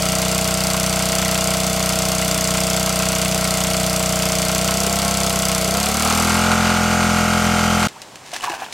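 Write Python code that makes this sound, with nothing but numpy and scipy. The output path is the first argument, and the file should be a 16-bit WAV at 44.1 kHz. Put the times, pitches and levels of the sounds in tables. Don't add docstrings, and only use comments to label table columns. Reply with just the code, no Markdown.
import sys
import numpy as np
from scipy import signal
from scipy.fft import rfft, irfft, next_fast_len
from scipy.io import wavfile
from scipy.ndimage import uniform_filter1d

SR = 44100
rng = np.random.default_rng(int(sys.argv[2]) if len(sys.argv) > 2 else 0)


def unload_wav(signal):
    wavfile.write(
        sys.argv[1],
        SR,
        np.round(np.clip(np.atleast_2d(signal).T, -1, 1) * 32767).astype(np.int16),
    )


N = 384993
T = np.arange(N) / SR
ENGINE_END_S = 7.874

# multiple of the firing rate, relative_db
SLOW_ORDERS = [(1, -20.5), (2, -3.5), (3, -9), (4, -7), (5, -2), (6, 3.5), (7, -10.5), (8, -14.5), (9, -22),
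               (10, -16), (11, -16.5), (12, -21), (13, -24), (14, -18), (15, -9), (16, -40.5), (17, -22.5),
               (18, -14.5), (19, -12), (20, -12), (21, -0.5), (22, -13), (23, -10), (24, -27), (25, -6.5),
               (26, -19)]
FAST_ORDERS = [(1, -16), (2, -4), (3, -8.5), (4, -4.5), (5, 2), (6, -11), (7, -22.5), (8, -18), (9, -16.5),
               (10, -24), (11, -10.5), (12, -12), (13, -28), (14, -9), (15, -13), (16, -14), (17, -7),
               (18, -8), (19, -12), (20, -12), (21, -25), (22, -21), (23, -18), (24, -39), (25, -50),
               (26, -29), (27, -21), (28, -9.5), (29, -22), (30, -10.5), (31, -8), (32, -8.5), (33, -11.5),
               (34, -9.5), (35, -15), (36, -16), (37, -19), (38, -17)]
# centre_hz, width_hz, lift_db
ENGINE_RESONANCES = [(1088.6, 30, 8), (1317, 36, 6), (1686, 96, -4.5), (2027, 230, 2.5), (2410, 40, -1),
                     (2847, 29, 6), (3520, 104, 5.5), (3700, 110, -5.5), (4470, 71, 2.5), (4760, 86, 7),
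                     (4834, 89, -6.5), (6030, 140, 3.5), (6650, 64, 5), (7600, 160, 4), (8480, 200, 2.5),
                     (8700, 78, 8), (10800, 550, 1.5)]
# frequency_hz, gain_db
SPRAY_COLOUR = [(1200, -11), (2000, -2), (2800, -1.5), (4000, -3.5), (6000, -5), (8000, -8.5), (12000, -18),
                (15500, -27)]


def engine():
    # time_s, firing_rate_hz
    speed_curve = [(0, 30.593), (.403, 30.978), (1.329, 31.189), (2.338, 30.821), (2.745, 31.07),
                   (4.475, 30.601), (5.022, 32.925), (5.658, 30.888), (6.138, 40.39), (6.474, 43.37),
                   (6.875, 42.676), (7.87, 42.437)]
    speed = np.interp(T, *np.transpose(speed_curve))
    racing, rough = effort(speed)
    slow, fast = np.sqrt(1 - racing), np.sqrt(racing)
    turn = np.cumsum(speed) / SR + .0022 * drift(10)

    def fader(idle_db, full_db, rough_db):
        return from_db(idle_db + (full_db - idle_db) * racing + rough_db * rough)

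    mix = fader(-24, -19.5, -1.5) * exhaust(turn, slow, fast) * balance(.7, -.8)
    mix += fader(-26.5, -26.5, 1) * knock(turn, slow, fast, rough) * balance(-.5, .5)
    mix += fader(-26, -21.5, -1) * rattle(turn, slow, fast)
    mix += fader(-27.5, -20, 0) * hiss(turn, slow, fast) * balance(.5, -.5)
    mix += rough * slow * growl(turn) + whine(turn)
    return mix * np.clip((ENGINE_END_S - T) * 500, 0, 1)


def effort(speed, idle_hz=31, full_hz=42.5, lag_s=.062):
    racing = np.clip((speed - idle_hz) / (full_hz - idle_hz), 0, 1) ** 1.77
    pole = np.exp(-1 / (lag_s * SR))
    racing = signal.lfilter([1 - pole], [1, -pole], racing)
    change_hz_per_s = uniform_filter1d(np.abs(np.gradient(speed)) * SR, size=SR // 4)
    return racing, np.clip(.012 + .098 * np.sqrt(np.abs(change_hz_per_s)), 0, 1)


def exhaust(turn, slow, fast):
    chug = pulses(turn, SLOW_ORDERS[:9], place=.76)
    race = pulses(turn, FAST_ORDERS[:9], place=.68)
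    puffs = slow * chug + fast * race
    levelled = puffs / np.sqrt(uniform_filter1d(puffs ** 2, size=8000))
    return levelled * from_db(.5 * drift(30))


def knock(turn, slow, fast, rough):
    turn = turn + .009 * rough * slow * drift(60)
    chug = pulses(turn, SLOW_ORDERS[9:], place=.17)
    chug = signal.sosfilt(signal.butter(8, 750, fs=SR, output="sos"), chug)
    race = pulses(turn, FAST_ORDERS[9:26], place=.47)
    bark = pulses(turn, FAST_ORDERS[26:], place=.78)
    ring = from_db(1.5) * slow * chug + fast * (from_db(.5) * race + from_db(-.5) * bark)
    return ring * from_db((.5 + 2.7 * rough) * drift(45))


def rattle(turn, slow, fast):
    # frequency_hz, gain_db
    slow_colour = [(40, -24), (180, -2), (300, -8.5), (520, -7.5), (700, 2.5), (920, -3), (1100, -1.5),
                   (1350, 2.5), (1720, -5), (2100, -1), (3200, 0), (4500, -3.5), (12000, -15)]
    fast_colour = [(40, -20), (200, -3), (350, 1), (520, -1.5), (730, 10), (1000, -5.5), (1220, 3),
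                   (1400, 4.5), (1720, 3.5), (2300, -0.5), (3200, -16), (3800, -41), (12000, -26)]
    # place_in_cycle, relative_db, decay_cycles
    slow_bursts = [(0.64, -3, 0.26), (.93, 3.5, 0.13), (0.22, -12, 0.2)]
    fast_bursts = [(0.49, -3, 0.11), (0.72, -11, 0.13), (0.041, -6.5, 0.16)]
    chug = noise(slow_colour, ENGINE_RESONANCES)
    chug *= bursts(turn, slow_bursts, rise=.02, floor_db=-7, uneven_db=4)
    race = noise(fast_colour, ENGINE_RESONANCES)
    race *= bursts(turn, fast_bursts, rise=.013, floor_db=-11, uneven_db=6)
    metal = clatter(turn)
    return (slow * (from_db(1) * chug + from_db(-4.5) * metal)
            + fast * (from_db(-7) * race + from_db(-2.5) * metal))


def clatter(turn, ring_t60_s=.063, slack_s=.00003, uneven_db=2.5):
    # place_in_cycle, relative_db
    contacts = [(.09, 12), (0.349, 2), (.52, 2.5), (0.752, 4.5), (.81, 3), (0.932, 4.5)]
    # frequency_hz, gain_db
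    metal_colour = [(300, -22), (800, -2.5), (1100, -1.5), (1400, 5.5), (1750, -10), (2350, -0.5),
                    (3300, -13), (3900, -6.5), (6000, -14.5), (9000, -14), (15000, -33)]
    metal, age = 0, T[:SR // 20]
    for place, db in contacts:
        due = np.flatnonzero(np.diff(np.floor(turn - place)) > 0)
        late, strength = rng.standard_normal((len(due), 2)).T
        hits = np.clip(due + np.round(late * slack_s * SR).astype(int), 0, N - 1)
        clicks = np.zeros(N)
        clicks[hits] = from_db(db + uneven_db * strength)
        ring = rng.standard_normal((2, len(age))) * from_db(-60 * age / ring_t60_s)
        metal = metal + signal.oaconvolve(clicks[None], ring, axes=1)[:, :N]
    return coloured(metal, metal_colour, ENGINE_RESONANCES)


def hiss(turn, slow, fast):
    # frequency_hz, gain_db
    jet_colour = [(1500, -45), (2100, -26), (3400, -24), (3800, -12.5), (4500, 3.5), (6000, 2.5),
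                  (8000, 3.5), (8800, -1), (9400, -2), (11000, -2), (13500, -6.5), (15800, -41)]
    rush_colour = [(1760, -8.5), (3000, 1), (3700, -6), (4220, -21.5), (4580, -2.5), (5090, -4), (5490, -2),
                   (6910, -2.5), (9320, -14.5), (13200, -13), (15800, -30)]
    # place_in_cycle, relative_db, decay_cycles
    jet_bursts = [(0.651, 3.5, 0.12), (.97, -10, 0.32)]
    jet = rms_one(np.tanh(noise(jet_colour, ENGINE_RESONANCES) / 2))
    jet *= bursts(turn, jet_bursts, rise=.025, floor_db=-17, uneven_db=1.8)
    rush = noise(rush_colour, ENGINE_RESONANCES)
    rush *= bursts(turn, [(.69, 0, .11)], rise=.031, floor_db=-7, uneven_db=-5)
    return from_db(2.53) * slow * jet + from_db(-7) * fast * rush


def growl(turn):
    # frequency_hz, gain_db
    growl_colour = [(230, -43), (340, -10), (430, 10), (520, -3), (620, 1), (850, -35)]
    hollow = from_db(-24.5) * noise(growl_colour)
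    return hollow * bursts(turn, [(.8, 0, .19)], rise=.05, floor_db=-20, uneven_db=-5.5)


def whine(turn, order=74, level_db=-37.5, start_s=7.1, fade_s=.4):
    fade_in = np.clip((T - start_s) / fade_s, 0, 1)
    return fade_in * from_db(level_db) * rms_one(np.sin(2 * np.pi * order * turn))


def sloshing():
    # peak_s, gurgle_db, spray_db
    hand_strokes = [(8.265, -44, -39), (8.338, -31.5, -32), (8.408, -42, -34), (8.442, -26, -30.5),
                    (8.495, -26, -33), (8.542, -28, -41), (8.598, -34, -41), (8.622, -31, -36),
                    (8.73, -44, -31)]
    # frequency_hz, gain_db
    gurgle_colour = [(90, -45), (170, -24), (330, -11), (520, -17), (750, 2), (1000, -1), (1350, -9),
                     (1700, -2), (2000, -18), (2600, -8), (3900, -32)]
    peak_s, gurgle_db, spray_db = np.transpose(hand_strokes)
    gurgle = coloured(grains(per_s=900, spread_db=-1.5), gurgle_colour)
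    spray = coloured(grains(per_s=2200, spread_db=2.5), SPRAY_COLOUR)
    return (gurgle * strokes(peak_s, gurgle_db, settle_s=.049, floor_db=-55)
            + spray * strokes(peak_s, spray_db, settle_s=.058, floor_db=-53.5))


def strokes(peaks_s, levels_db, settle_s, floor_db, swell_s=.0095):
    power = from_db(floor_db) ** 2
    for peak_s, db in zip(peaks_s, levels_db):
        swell = np.exp(np.minimum(T - peak_s, 0) / swell_s)
        settle = np.exp(-np.maximum(T - peak_s, 0) / settle_s)
        power = power + (from_db(db) * swell * settle) ** 2
    return np.sqrt(power)


def bubbles(ring_cycles=25, swell_s=.0015):
    # start_s, relative_db, pitch_hz, rise as a share of the pitch
    plops = [(7.96, -30, 1300, 1.0), (8.33, -17, 710, .11), (8.361, -15.5, 1730, .1),
             (8.408, -19, 2930, .1), (8.438, -8.5, 1110, 0.054), (8.474, -13, 1020, .05),
             (8.481, -8, 943, .05), (8.487, -11, 990, .1), (8.498, -21.5, 340, .02), (8.511, -18, 826, .1),
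             (8.516, -16.5, 2750, .1), (8.534, -12, 780, .05), (8.619, -14.5, 770, 0.043),
             (8.649, -23, 3200, .05)]
    track, age = np.zeros(N + SR), T[:SR // 10]
    for start_s, db, pitch_hz, rise in plops:
        life = age * pitch_hz / (ring_cycles * (1 + 4 * rise))
        glide_hz = pitch_hz * (1 + rise * (2 * np.minimum(life, 1) - .4))
        envelope = from_db(-60 * life) * (1 - np.exp(-(age / swell_s) ** 2))
        ring = np.sin(2 * np.pi * np.cumsum(glide_hz) / SR) * envelope
        track[round(start_s * SR):][:len(age)] += from_db(db) * ring / np.abs(ring).max()
    return track[:N]


def slaps(crack_s=.0016, tail_s=.015, tail_db=-8.5):
    # start_s, relative_db
    smacks = [(7.8843, -17), (8.0182, -19), (8.1566, -23), (8.317, -22), (8.336, -15.5), (8.3444, -23),
              (8.364, -14.5), (8.4285, -19), (8.441, -16), (8.55, -24), (8.7254, -18)]
    envelope, age = np.zeros(N + SR), T[:SR // 8]
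    smack = np.exp(-age / crack_s) + from_db(tail_db) * np.exp(-age / tail_s)
    for start_s, db in smacks:
        envelope[round(start_s * SR):][:len(age)] += from_db(db) * smack
    return envelope[:N] * noise(SPRAY_COLOUR)


def hoot(start_s=2.18, length_s=.3, low_hz=213, top_hz=291, level_db=-38.5):
    arch = np.sin(np.pi * np.clip((T - start_s) / length_s, 0, 1))
    phase = 2 * np.pi * np.cumsum(low_hz + (top_hz - low_hz) * arch) / SR
    return from_db(level_db) * arch * rms_one(np.sin(phase) + from_db(-9) * np.sin(2 * phase))


def outdoor_air(level_db=-42):
    # frequency_hz, gain_db
    air_colour = [(18, -44), (30, -13), (129, 2.5), (328, 1), (859, 2.5), (1370, -3.5), (4200, -7.5),
                  (4900, -9), (7630, -9.5), (15000, -28)]
    return from_db(level_db) * noise(air_colour)


def pulses(turn, orders, place, size=2048):
    multiples, db = np.transpose(orders)
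    bins = np.round(multiples).astype(int)
    log_gain = np.full(size // 2 + 1, np.log(from_db(db.max() - 36)))
    log_gain[bins] = np.log(from_db(db))
    spectrum = np.exp(rfft(2 * irfft(log_gain)[:size // 2], size))
    shape = rms_one(irfft(spectrum * np.isin(np.arange(len(spectrum)), bins)))
    return np.interp((turn - place) % 1, np.arange(size) / size, shape)


def bursts(turn, rhythm, rise, floor_db, uneven_db):
    power = from_db(floor_db) ** 2
    for place, db, decay in rhythm:
        cycle, age = np.divmod(turn - place + 2, 1)
        strength = from_db(db + uneven_db * rng.uniform(-1, 1, 400))[cycle.astype(int)]
        attack = 1 - np.exp(-(age / rise) ** 2)
        power = power + (strength * attack * np.exp(-age / decay)) ** 2
    return rms_one(np.sqrt(power))


def grains(per_s, spread_db):
    sizes = from_db(spread_db * np.minimum(rng.exponential(1, N), 4))
    hits = rng.random(N) < per_s / SR
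    return sizes * hits * rng.standard_normal((2, N))


def noise(colour, resonances=()):
    return coloured(rng.standard_normal((2, N)), colour, resonances)


def coloured(mid_side, colour, resonances=()):
    # frequency_hz, side_to_mid_db
    stereo_width = [(60, -26), (500, -9.5), (1100, -19.5), (2200, -50), (3500, -75), (5500, -14.5),
                    (8000, -11), (16000, -9)]
    size = next_fast_len(N, True)
    hz = np.maximum(np.arange(size // 2 + 1) * SR / size, 1)
    gain = at_hz(colour, hz)
    for centre_hz, width_hz, lift_db in resonances:
        gain *= from_db(lift_db / (1 + (2 * (hz - centre_hz) / width_hz) ** 2))
    spectra = rfft(mid_side, size) * [gain, gain * at_hz(stereo_width, hz)]
    mid, side = irfft(spectra, size)[:, :N]
    return rms_one(np.array([mid + side, mid - side]))


def at_hz(curve, hz):
    points_hz, db = np.transpose(curve)
    return from_db(np.interp(np.log(hz), np.log(points_hz), db))


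def drift(rate_hz):
    return rms_one(np.interp(T * rate_hz, np.arange(4000), rng.standard_normal(4000)))


def balance(left_db, right_db):
    return from_db([[left_db], [right_db]])


def from_db(db):
    return 10 ** (np.asarray(db) / 20)


def rms_one(x):
    return x / np.sqrt(np.mean(x ** 2) + 1e-20)


def scene():
    pump = engine()
    pond = sloshing() + from_db(-5.5) * bubbles() + from_db(-8.5) * slaps() + outdoor_air()
    return pump + hoot() + (T > ENGINE_END_S) * pond


def record(dry):
    cutoff_hz = 15850
    return signal.sosfilt(signal.ellip(12, .1, 90, cutoff_hz, fs=SR, output="sos"), dry)


dry = scene()
out = record(dry)
unload_wav(out)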